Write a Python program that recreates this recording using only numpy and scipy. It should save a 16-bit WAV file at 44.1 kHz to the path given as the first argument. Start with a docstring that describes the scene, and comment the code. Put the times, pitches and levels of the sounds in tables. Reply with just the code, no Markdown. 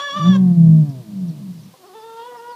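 """A hen ends a loud squawk as a male ostrich starts one boom behind a farm gate. His inflated neck rings
near 170 Hz while the voice under it swells, flutters and sinks into a slow rattle, whose overtones pass
through the resonance one after another. Midway, small birds begin to chip far off in the quiet air.
A short low cluck and a softer, drawn-out hen call close the scene."""
import sys
import numpy as np
from scipy import signal
from scipy.fft import rfft, irfft
from scipy.io import wavfile

SR = 44100
rng = np.random.default_rng(int(sys.argv[2]) if len(sys.argv) > 2 else 0)


def master_out(mix):
    """Clip the mix to full scale and print it as 16-bit PCM to the path in sys.argv[1]."""
    frames = np.transpose(np.atleast_2d(mix))
    ceiling = np.clip(frames, -1, 1)
    pcm = np.round(ceiling * 32767).astype(np.int16)
    wavfile.write(sys.argv[1], SR, pcm)


N = 112454


def from_db(db):
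    """Decibels to gain."""
    return 10 ** (np.asarray(db) / 20)


def rms_one(x):
    """Scale to unit rms."""
    return x / np.sqrt(np.mean(x ** 2) + 1e-20)


def in_time(rows):
    """Each column of a curve at every sample."""
    time_s, *columns = np.transpose(rows)
    return [np.interp(np.arange(N) / SR, time_s, column) for column in columns]


def gain_at(spectrum, hz):
    """Gain of a spectrum at these frequencies."""
    freq_hz, db = np.transpose(spectrum)
    return from_db(np.interp(np.log(hz + 1), np.log(freq_hz), db))


def gate(rows, fade_s=0.0069):
    """Open from the first to the last point of a curve."""
    t = np.arange(N) / SR
    return np.clip(1 + np.minimum(t - rows[0][0], rows[-1][0] - t) / fade_s, 0, 1)


def drift(rate_hz):
    """Smooth random wander with a spread of 1."""
    pole = np.exp(-40 * np.pi * rate_hz / SR)  # one step every 20 samples
    slow = signal.lfilter([1], [1, -2 * pole, pole * pole], rng.standard_normal(N // 20 + 2002))[2000:]
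    return np.interp(np.arange(N) / 20, np.arange(len(slow)), rms_one(slow))


def noise(spectrum):
    """Coloured noise of unit rms."""
    white = rfft(rng.standard_normal(N))
    return rms_one(irfft(white * gain_at(spectrum, np.fft.rfftfreq(N, 1 / SR)), N))


def phase_of(hz):
    """Running phase of a frequency curve."""
    return 2 * np.pi * np.cumsum(hz) / SR


def voice(hz, throat, flicker_db, harmonics, lift_db=lambda hz: 0):
    """Harmonics of a pitch, weighted by the throat as they move through it; level evened to 1."""
    phase, tone, power = phase_of(hz), 0, 0
    for k in range(1, harmonics + 1):
        gain = gain_at(throat, k * hz) * from_db(flicker_db * drift(34) + lift_db(k * hz))
        tone += gain * np.cos(k * phase + rng.uniform(0, 2 * np.pi))
        power += gain ** 2 / 2
    return tone / np.sqrt(power)


def ostrich():
    """A falling, fluttering voice rings in the inflated neck; faint overtones and turbulence ride on it."""
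    # the voice from opening grunt through boom to rattle: time_s, pitch_hz
    grunt_pitch = [(0.14, 90.9), (0.192, 98.8)]
    boom_pitch = [(0.208, 156.5), (0.236, 160), (0.25, 171.7), (0.296, 184.4), (0.362, 193.4),
                  (0.426, 185.3), (0.548, 171.6), (0.64, 164.3), (0.802, 156.3), (0.902, 138.7),
                  (0.956, 129.9), (1.0, 124.7), (1.05, 109)]
    rattle_pitch = [(1.1, 104.6), (1.2, 93.9), (1.302, 81.82), (1.412, 68.9), (1.486, 62.08), (1.7, 44.47)]
    # envelopes of boom, rattle and overtones: time_s, level_db
    boom_level = [(0.13, -67), (0.16, -33.5), (0.298, -5), (0.33, -11.5), (0.52, -10.5), (0.554, -18.5),
                  (0.588, -6.5), (0.732, -6.5), (0.826, -10), (0.872, -29.5), (0.894, -19), (0.922, -33.5),
                  (1.004, -32), (1.04, -48)]
    rattle_level = [(1.07, -36.5), (1.112, -34.5), (1.134, -30), (1.24, -19.5), (1.262, -28.5),
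                    (1.294, -21), (1.33, -29.5), (1.416, -36), (1.512, -27), (1.54, -42), (1.582, -35.5),
                    (1.626, -45.5), (1.676, -43.5), (1.72, -64)]
    overtone_level = [(0.15, -48), (0.26, -35.5), (0.38, -37), (0.55, -38), (0.72, -35.5), (0.9, -36),
                      (1.03, -49), (1.15, -49), (1.27, -46.5), (1.42, -50), (1.7, -72)]
    # tremolo of the voice: time_s, rate_hz, depth (0-1)
    flutter_curve = [(0.2, 43, 0.14), (0.36, 73, 0.28), (0.45, 40.6, 0.36), (0.55, 30, 0.14),
                     (0.65, 33.6, 0.27), (0.77, 66.3, 0.36), (1.0, 47, .15), (1.7, 44, 0.04)]
    # the neck's main resonance and the weaker ones that colour the overtones: freq_hz, gain_db
    neck = [(45, -61), (80, 1), (105, -16.5), (135, -7), (170, 18.5), (200, 2), (225, -7.5), (255, -51),
            (320, -61), (500, -79)]
    windpipe = [(200, -60), (225, -41), (258, 6.5), (320, 8.5), (375, -2.5), (420, -13), (490, -4.5),
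                (550, -17), (630, 0.5), (740, -10), (800, -34), (890, -16), (970, -17), (1040, -23.5),
                (1130, -19), (1350, -39.5), (1750, -28), (2500, -43.5)]
    # turbulent air in the neck: freq_hz, density_db
    turbulence = [(40, -20), (80, -17.5), (120, 6), (190, 10), (260, -4.5), (400, -16), (700, -27.5),
                  (1100, -31), (1500, -46), (3000, -56.5)]
    jitter, shimmer = 0.002, 0.044
    rasp_db, rasp_follow = -28.5, 0.34  # the rasp follows a share of the envelope in dB
    neck_band_hz = [106, 229]  # the neck radiates little outside this band

    hz, = in_time([*grunt_pitch, *boom_pitch, *rattle_pitch])
    hz = hz * (1 + jitter * drift(27))
    envelope = [*boom_level, *rattle_level]
    db, = in_time(envelope)
    flutter_hz, depth = in_time(flutter_curve)
    flutter_phase = phase_of(flutter_hz * (1 + 0.06 * drift(13)))
    flutter = 1 + depth * np.sin(flutter_phase) + shimmer * drift(17)
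    boom = from_db(db) * flutter * voice(hz, neck, flicker_db=0.5, harmonics=6)
    boom = signal.sosfiltfilt(signal.butter(4, neck_band_hz, "band", fs=SR, output="sos"), boom)
    overtones = from_db(in_time(overtone_level)[0]) * voice(hz, windpipe, flicker_db=1.2, harmonics=12)
    rasp = noise(turbulence) * from_db(rasp_db + rasp_follow * db)
    return gate(envelope, fade_s=0.032) * (boom + overtones + rasp)


def hen(call, throat, lift_db=lambda hz: 0):
    """A reedy tone that cracks now and then, with a puff of rasp on every cycle."""
    # voice cracks, strong and weak cycles alternating: centre_s, length_s, depth (0-1)
    cracks = [(0.267, .04, .2), (2.324, 0.014, .55), (2.358, 0.023, 0.64)]
    # rasp against the tone: time_s, level_db
    hoarseness = [(0, -9), (0.015, -10), (0.03, -24), (0.15, -25), (0.18, -18), (0.21, -25), (0.275, -17),
                  (0.32, -23), (0.36, -22), (1.85, -26), (2.0, -28), (2.25, -24), (2.33, -26), (2.5, -26)]
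    # colour of the throat's rasp: freq_hz, density_db
    rasp_colour = [(250, -23.5), (500, -11), (800, -6), (1150, 9), (1600, -5.5), (2000, -19), (2500, -30.5),
                   (2950, 1.5), (3450, 2.5), (4200, -12.5), (5000, -25), (5700, -19), (6800, -10.5),
                   (8000, -36.5), (10000, -26.5), (13000, -44)]
    jitter, shimmer = 0.0035, 0.06

    hz, db = in_time(call)
    hz = hz * (1 + jitter * drift(61))
    t, phase = np.arange(N) / SR, phase_of(hz)
    crack = sum(depth * np.exp(-(2 * (t - centre_s) / length_s) ** 2)
                for centre_s, length_s, depth in cracks)
    tone = voice(hz, throat, flicker_db=2.38, harmonics=19, lift_db=lift_db)
    tone = tone * (1 + shimmer * drift(32) + crack * np.cos(phase / 2))
    rasp = from_db(in_time(hoarseness)[0]) * noise(rasp_colour) * (1 + np.cos(phase))
    cry = gate(call) * from_db(db) * (tone + rasp)
    return signal.sosfilt(signal.butter(4, 300, "high", fs=SR, output="sos"), cry)


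def squawk():
    """A loud open-beaked cry whose resonances swell in turn as the beak moves."""
    # contour of the cry: time_s, pitch_hz, level_db
    call = [(0.0, 562, -24.5), (0.062, 577, -26), (0.1, 558.5, -25), (0.122, 558.3, -25.5),
            (0.17, 593.6, -22), (0.18, 602, -23.5), (0.19, 575, -25), (0.212, 593.7, -20.5),
            (0.226, 574.8, -24.5), (0.26, 584.2, -25), (0.318, 572.2, -29), (0.364, 531.6, -28),
            (0.376, 514, -54)]
    # throat with the beak open: freq_hz, gain_db
    open_throat = [(570, -8), (1150, 1.5), (1730, -9.5), (2300, -22), (2900, -17), (3450, -4),
                   (4030, -29.5), (4600, -20.5), (5180, -33), (5750, -14.5), (6330, -39.5), (6900, -26),
                   (7600, -41), (10500, -47.5), (13000, -66.5)]
    # swell of two resonances: time_s, lower_db, upper_db
    swells = [(0.01, 1.5, -3.5), (0.06, -4.5, 12), (0.11, 0, -4.5), (0.15, 3, 2), (0.2, 4.5, -4),
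              (0.25, 2, -2), (0.31, -4.5, 5), (0.37, -7, -2.5)]
    lower_db, upper_db = in_time(swells)
    lower_hz, upper_hz, width_hz = 1167, 1830, 300
    bell = lambda hz, centre_hz: np.exp(-((hz - centre_hz) / width_hz) ** 2)
    return hen(call, open_throat, lambda hz: lower_db * bell(hz, lower_hz) + upper_db * bell(hz, upper_hz))


def drawl():
    """A soft rising hen call that starts reedy and ends mellow."""
    # contour of the call: time_s, pitch_hz, level_db
    call = [(1.79, 378.8, -55), (1.82, 374, -53), (1.842, 347, -41.5), (1.87, 426, -50),
            (1.894, 367.4, -43), (1.93, 371, -46), (1.954, 447.5, -38.5), (2.018, 433.6, -41.5),
            (2.042, 453.5, -38), (2.156, 454, -39), (2.2, 466.7, -32.5), (2.214, 459.8, -36),
            (2.278, 495.5, -35), (2.362, 479.5, -36.5), (2.39, 461, -37.5), (2.44, 476.2, -35.5),
            (2.52, 483.7, -33.5), (2.55, 470.0, -39)]
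    # throat with the beak nearly shut: freq_hz, gain_db
    shut_throat = [(370, 11), (470, 0.5), (750, 5), (950, 3.5), (1100, 5), (1400, -9), (1850, -15.5),
                   (2350, -31), (2800, -18), (3080, -28), (3300, -17), (3540, -13), (3750, -26),
                   (4200, -29), (6000, -42)]
    # treble shelf: time_s, gain_db
    treble = [(1.9, -12), (1.96, 4.5), (2.06, 5), (2.15, 3), (2.26, 8.5), (2.32, -18), (2.55, -14)]
    treble_db, = in_time(treble)
    shelf_hz = 3230
    return hen(call, shut_throat, lambda hz: treble_db / (1 + (shelf_hz / hz) ** 20))


def cluck():
    """A short low note from the hen's throat."""
    # contour of the note: time_s, pitch_hz, level_db
    call = [(1.725, 247.3, -89), (1.742, 254, -44.5), (1.77, 273.3, -65)]
    # dark throat colour: freq_hz, gain_db
    throat = [(250, -10), (510, 2), (770, 4.5), (1030, 1), (1300, -27), (2500, -39)]
    return hen(call, throat)


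def small_birds():
    """Each chip is a slightly buzzy whistle sliding quickly down."""
    # distant chips: start_s, length_s, from_hz, to_hz, level_db
    chips = [(0.891, 0.013, 6300, 4200, -46), (1.281, 0.024, 6200, 3800, -47),
             (1.579, 0.042, 5350, 4470, -54), (1.618, 0.046, 6130, 5260, -53.5),
             (1.85, .042, 6700, 3900, -53), (1.988, 0.057, 5640, 4300, -51),
             (2.363, 0.042, 5800, 4680, -51), (2.48, 0.073, 5300, 4150, -49.5)]
    t, birds = np.arange(N) / SR, np.zeros(N)
    warble = 1 + 0.035 * drift(350)
    for start_s, length_s, from_hz, to_hz, level_db in chips:
        progress = np.clip((t - start_s) / length_s, 0, 1)
        envelope = np.sqrt(np.abs(np.sin(np.pi * progress)))
        hz = warble * from_hz * (to_hz / from_hz) ** progress
        birds += from_db(level_db) * envelope * np.sin(phase_of(hz))
    return birds


def yard(sound, t60_s, predelay_s=0.0087):
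    """Dying scatter from fence, shed and trees."""
    t = np.arange(SR // 2) / SR
    tail = rng.standard_normal(len(t)) * from_db(-60 * t / t60_s) * (t > predelay_s)
    return signal.fftconvolve(sound, tail / np.sqrt(np.sum(tail ** 2)))[:N]


def open_air():
    """A steady bed of air and leaves."""
    # colour of the bed: freq_hz, density_db
    air_colour = [(25, -36.5), (60, -27), (120, -2.5), (450, -1.5), (750, -7.5), (1000, -4), (1400, -12),
                  (2100, -12), (3200, -10), (4400, -9), (7000, -14), (15000, -16)]
    return noise(air_colour)


def scene():
    """Ostrich, hens and far birds over the open air, in mono."""
    hens = from_db(-1) * squawk() + cluck() + from_db(-0.5) * drawl()
    chips = small_birds()
    scatter = from_db(-10) * yard(hens, t60_s=0.15) + from_db(-9) * yard(chips, t60_s=0.12)
    return (ostrich() + hens + from_db(-5) * chips + scatter + from_db(-52.5) * open_air())[None]


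def record(dry):
    """A steep low-pass takes off the very top."""
    cutoff_hz = 15100
    return signal.sosfilt(signal.ellip(12, 0.1, 80, cutoff_hz, fs=SR, output="sos"), dry)


dry = scene()
out = record(dry)
master_out(out)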